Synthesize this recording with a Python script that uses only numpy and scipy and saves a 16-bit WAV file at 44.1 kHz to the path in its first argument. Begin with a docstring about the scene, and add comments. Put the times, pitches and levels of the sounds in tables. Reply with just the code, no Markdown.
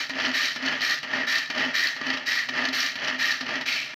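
"""A bright rasp of cord reeling in comes first; then a pull-cord food chopper is worked eight times,
close by in a small kitchen. On each pull the pawl catches and the blades fling food against the
plastic bowl, whose modes ring and drum under the impacts. Between pulls a spring rewinds the cord,
and its friction sets the lid resonating."""
import sys
import numpy as np
from scipy import signal
from scipy.fft import rfft, irfft
from scipy.io import wavfile
from scipy.ndimage import uniform_filter1d

SR = 44100
rng = np.random.default_rng(int(sys.argv[2]) if len(sys.argv) > 2 else 0)


def master_out(mix):
    """Clip the mix to full scale and print it as 16-bit PCM to the path in sys.argv[1]."""
    frames = np.transpose(np.atleast_2d(mix))
    ceiling = np.clip(frames, -1, 1)
    pcm = np.round(ceiling * 32767).astype(np.int16)
    wavfile.write(sys.argv[1], SR, pcm)


N = 176400

# Broad spectra of the bowl and the lid. 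Each row: frequency in Hz, spectral level in dB.
BOWL_COLOUR = [(40,-51),(62,-31),(85,-19),(140,-15.5),(260,-9),(450,-14),(720,-8.5),(1050,-11),(1250,-7),(1500,-8),(1880,0),(2270,-8),(2560,-5.5),(3030,-8),(3580,-19),(4340,-13),(5930,-22.5),(7920,-48),(9700,-56),(12000,-48),(15500,-55)]
LID_COLOUR = [(40,-52.5),(100,-33),(150,-25.5),(260,-17.5),(480,-22.5),(620,-14),(1050,-17.5),(1200,-9.5),(1500,-9),(1830,-2),(2220,-4.5),(3180,-7.5),(3580,-12.5),(4340,-9.5),(5660,-12.5),(8110,-37),(9590,-45),(12500,-34),(15500,-43)]
# Their resonances. Each row: frequency in Hz, bandwidth in Hz, gain in dB.
BOWL_MODES = [(258,28,6),(612,40,3),(1202,40,-3),(1359,30,-5),(1732,110,-3),(1865,120,-3),(3069,80,-1.5),(3340,100,-1.5)]
LID_MODES = [(262,30,3),(1202,40,-2.5),(1359,42,-5),(2380,30,1),(3069,58,-1),(3877,80,6),(4178,90,2),(4464,60,1.5),(5589,50,-4),(8630,120,0)]


def chopping(t):
    """Impact excitation: flung food drives the bowl's modes, harder as the blades gain speed."""
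    # Each row: start in seconds, length in seconds, run-up in seconds, level in dB, scrape in dB.
    pulls = [(0.091,0.29,0.12,3.5,5),(0.559,0.26,0.11,2.5,6.5),(1.038,0.23,0.11,3,-7),(1.503,0.25,0.081,3,4.5),
             (1.972,0.27,0.1,-0.5,-1),(2.481,0.272,0.11,2.5,-0.5),(2.963,0.23,0.077,1,5),(3.416,0.22,0.087,0.5,-7.5)]
    hold_s, stop_s = 0.0638, 0.025
    impact_db, coast_db, scrape_db = -30, -53.5, -41
    drive, scraping = 0, 0
    for start, length, rise, db, edge_db in pulls:
        # Slack cord, run-up, full speed, slowing, stop.
        corners_s = [0, 0.224 * rise, 0.876 * rise, rise + hold_s, length, length + stop_s]
        contour_db = np.interp(t - start, corners_s, [-11.5, -13, 0, -0.5, -14, -35])
        envelope = undb(db + contour_db) * (t > start)
        drive += envelope
        scraping += envelope * undb(edge_db)
    wet_hiss = undb(-6) * noise()
    food = unit(grains(per_s=2200, scatter_db=5.5) + wet_hiss) * undb(0.22 * wander(70))
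    impacts = bowl(food * (drive * undb(impact_db) + undb(coast_db)))
    scrape = unit(treble(bowl(clatter()), hz=2530))
    return impacts + undb(scrape_db) * scraping * scrape


def rewinding(t):
    """Friction excitation: the running cord rasps, sizzles and rings the lid as the ratchet ticks."""
    # Each row: start in seconds, length in seconds, share of it at full speed, level in dB,
    # ring frequency in Hz, ring bandwidth in Hz, then ring, low rasp and sizzle levels in dB.
    rewinds = [(-.16,0.24,0.41,4.5,1845,204,-5.5,1.5,-8),(0.328,0.25,0.47,.5,1860,202,-4.5,-0.5,-6),(0.801,0.22,0.5,-0.5,1860,170,-2,2,-4),(1.262,0.24,0.31,0,1847,170,-1.5,0.5,-5),(1.731,0.25,0.46,-1,1876,206,0.5,0,-2),
               (2.253,0.24,0.44,-1.5,1893,200,1,0.5,-2),(2.72,0.24,0.5,0.5,1830,200,-6.5,-1,-4),(3.18,0.25,0.44,-0.5,1850,171,-0.5,-0.5,-4),(3.651,0.29,0.14,-1,2310,446,-4.5,-2,-2)]
    # Each row: centre in Hz, bandwidth in Hz, level in dB.
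    sizzle_bands = [(11700,600,-6),(12920,190,0),(14400,2000,-5)]
    jolt_s, jolt_share, run_up_s, fall_db = 0.006, 0.38, 0.0088, -19
    rubbing = undb(4.5) * noise()
    friction = unit(grains(per_s=900, scatter_db=-0.5) + rubbing) * undb(0.43 * wander(180))
    speed, ring, brightness, low_gain, sizzle_gain = 0, 0, 0, 0, 0
    for start, length, full_share, db, hz, width, ring_db, low_db, sizzle_db in rewinds:
        age = np.maximum(t - start, 0)
        slowing = np.clip((age / length - full_share) / (1 - full_share), 0, 4) ** 1.58
        rising = (1 - np.exp(-age / jolt_s)) * (1 - (1 - jolt_share) * np.exp(-age / run_up_s))
        envelope = rising * undb(db + fall_db * slowing)
        speed += envelope
        brightness += envelope * (1 - np.exp(-age / jolt_s))
        low_gain += envelope * undb(low_db)
        sizzle_gain += envelope ** 2 * undb(sizzle_db)
        tone = unit(resonance(resonance(friction, hz, width), hz, 3 * width))
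        # The ring fades a little more slowly than the rasp.
        ring += rising * undb(db + ring_db + 0.95 * fall_db * slowing) * tone
    ratchet = undb(-5.5) * speed * unit(treble(lid(clatter()), hz=2750))
    rubbed_lid = lid(friction)
    rasp = low_gain * rubbed_lid + (speed - low_gain) * treble(rubbed_lid, hz=1500) + ratchet
    rasp += treble(rasp, hz=6500) * (brightness ** 0.14 - 1)  # a slow cord sounds duller
    sizzle = unit(sum(undb(db) * unit(resonance(resonance(noise(), hz, width), hz, 4 * width))
                      for hz, width, db in sizzle_bands))
    return undb(-27.5) * rasp + undb(-28) * ring + undb(-50.5) * sizzle_gain * sizzle


def pawl(t):
    """Impulsive loading: the cord snaps taut and the pawl rattles home, shaking bowl and lid."""
    # Each row: start in seconds, level in dB.
    catches = [(0.095,-3),(0.559,-0.5),(1.03,-1),(1.5,1.5),(1.963,-4.5),(2.487,-0.5),(2.955,-1.5),(3.408,-1),(3.61,-1)]
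    force = sum(undb(db) * pulse(t - start, rise_s=0.0006, decay_s=0.0095) for start, db in catches)
    rattle = force * grains(per_s=2300, scatter_db=-0.5)
    return undb(-25.5) * (bowl(rattle) + undb(-1) * lid(force * noise()))


def knocking(t):
    """Brief impacts have broad spectra: the plastic cracks, sometimes dull and sometimes bright."""
    # Each row: start in seconds, level in dB, relative treble in dB.
    knocks = [(.105,-1,-3),(0.256,-3,1),(0.267,-1,-4),(.625,-5,1),(0.661,-4,4),(0.683,4,-6),(.806,1.5,-6),(1.383,1,2),(1.502,-6,2),(1.579,-1,0),(1.605,6,-12),(1.87,-7,6),
              (2.013,5,-14),(2.067,-2,0),(2.102,3,-3),(2.136,4,-5),(2.172,3,-7),(2.493,-6,3),(2.652,-1,4),(2.686,1,1),(3.079,5,-7),(3.322,-3,4),(3.409,1,-8),(3.464,1,-16),(3.49,5,-16),(3.555,-6,2),(3.661,-1,-6)]
    blow, crack = 0, 0
    for start, db, treble_db in knocks:
        envelope = undb(db) * pulse(t - start, rise_s=0.0007, decay_s=0.0034)
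        blow += envelope
        crack += envelope * undb(treble_db)
    bright = treble(plastic(crack * np.sign(noise()), BOWL_COLOUR, LID_MODES), hz=3350)
    dull = bowl(blow * np.sign(noise()))
    return undb(-24) * dull + undb(-11) * bright


def drumming(t):
    """Forced resonance: the bowl's lowest mode swells as the blades drag, over a faint rumble."""
    # Each row: time of the peak in seconds, level in dB.
    drags = [(.115,-5),(.16,-4),(.29,2),(.36,-10),(.58,-10),(.635,2),(.708,-4),(1.14,-4),(1.195,-3),(1.25,-11),(1.595,-5),(1.668,1),(2.085,-5),(2.497,-5),(2.62,0),(2.7,-1),(3.14,-6),(3.215,-10),(3.425,-4),(3.57,-4)]
    mode_hz, swell_s, decay_s = 258, 0.02, 0.008
    drag = sum(undb(db) * np.exp(-((t - peak) / swell_s) ** 2) for peak, db in drags)
    retained = np.exp(-1 / (decay_s * SR))
    swell = signal.lfilter([1 - retained], [1, -retained], drag)
    pitch_hz = mode_hz * (1 + 0.018 * wander(50))
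    tone = unit(np.sin(2 * np.pi * np.cumsum(pitch_hz) / SR))
    rumble = unit(resonance(resonance(noise(), hz=156, width=24), hz=133, width=54))
    return undb(-35.3) * swell * tone + undb(-62) * rumble


def bowl(x):
    """Resonant filtering of an excitation by the bowl."""
    return plastic(x, BOWL_COLOUR, BOWL_MODES)


def lid(x):
    """Resonant filtering of an excitation by the lid."""
    return plastic(x, LID_COLOUR, LID_MODES)


def plastic(x, colour, modes, size=4096):
    """Modal superposition: ringing modes add to a broad response, scaled to unit energy."""
    hz, db = np.array(colour).T
    freqs = np.maximum(np.fft.rfftfreq(size, 1 / SR), 1)
    bass_rolloff = np.minimum(freqs / hz[0], 1)
    magnitude = undb(np.interp(np.log(freqs), np.log(hz), db)) * bass_rolloff
    # Folding the cepstrum gives a causal, minimum-phase response.
    cepstrum = irfft(np.log(magnitude))
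    cepstrum[1:size // 2] *= 2
    cepstrum[size // 2 + 1:] = 0
    response = irfft(np.exp(rfft(cepstrum)))
    response += sum(undb(gain_db) * resonance(response, centre, width)
                    for centre, width, gain_db in modes)
    return signal.fftconvolve(x, response / np.linalg.norm(response))[:N]


def early_reflections(x, reflection=0.55):
    """Short echoes from the nearby counter smear the chopping and the rewinding rasp in time."""
    # Each entry: echo delay in milliseconds.
    delays_ms = (.43, .79, 1.27)
    for ms in delays_ms:
        taps = np.r_[reflection, np.zeros(int(ms * SR / 1000)), 1]
        x = signal.lfilter(taps, taps[::-1], x)  # all-pass: the spectrum keeps its shape
    return x


def kitchen(x, t60_s=0.16, delay_s=0.0015, reverb_db=-8.5):
    """Reverberation: reflections from counter and walls die away exponentially."""
    t = np.arange(SR // 2) / SR
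    tail = noise()[:len(t)] * undb(-60 * t / t60_s) * (t > delay_s)
    return x + undb(reverb_db) * signal.fftconvolve(x, tail / np.linalg.norm(tail))[:N]


def grains(per_s, scatter_db):
    """Shot noise: tiny impacts of uneven size at random moments."""
    impulses = (rng.random(N) < per_s / SR) * np.sign(noise())
    return unit(impulses * undb(scatter_db * np.minimum(noise(), 2)))


def clatter(per_s=100, decay_s=0.001):
    """A jittered pulse train: each tick is a damped noise burst of its own size."""
    phase = np.cumsum(per_s * np.exp(0.3 * wander(per_s))) / SR
    size = undb(4 * np.clip(noise(), -2, 1.2))[phase.astype(int)]
    age = (phase % 1) / per_s
    return unit(size * np.exp(-age / decay_s) * np.sign(noise()))


def pulse(age, rise_s, decay_s):
    """The envelope of a damped impact: a quick rise, then exponential decay."""
    age = np.maximum(age, 0)
    return (1 - np.exp(-age / rise_s)) * np.exp(-age / decay_s)


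def resonance(x, hz, width):
    """A damped resonator with gain 1 at its centre and a bandwidth in Hz."""
    return signal.lfilter(*signal.iirpeak(hz, hz / width, fs=SR), x)


def treble(x, hz):
    """Zero-phase high-pass filtering."""
    return signal.sosfiltfilt(signal.butter(2, hz, "high", fs=SR, output="sos"), x)


def wander(per_s):
    """Smooth random fluctuation with rms 1."""
    step = int(SR / per_s)
    held = np.repeat(noise()[:N // step + 1], step)
    return unit(uniform_filter1d(held, step)[:N])


def noise():
    """White noise."""
    return rng.standard_normal(N)


def unit(x):
    """Scale to rms 1."""
    return x / np.sqrt(np.mean(x ** 2) + 1e-18)


def undb(db):
    """Decibels to amplitude gain."""
    return 10 ** (np.asarray(db) / 20)


def scene():
    """Superposition: pulls and rewinds alternate, and all the sources share one small room."""
    t = np.arange(N) / SR
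    smeared = early_reflections(chopping(t) + rewinding(t))
    return kitchen(smeared + pawl(t) + knocking(t) + drumming(t))[None]


def record(dry, stop_s=3.943, top_hz=15600):
    """Band limiting: a steep low-pass removes the top, and the sound stops just before the end."""
    lowpass = signal.ellip(10, 0.2, 80, top_hz, fs=SR, output="sos")
    return signal.sosfilt(lowpass, dry * (np.arange(N) / SR < stop_s))


dry = scene()
out = record(dry)
master_out(out)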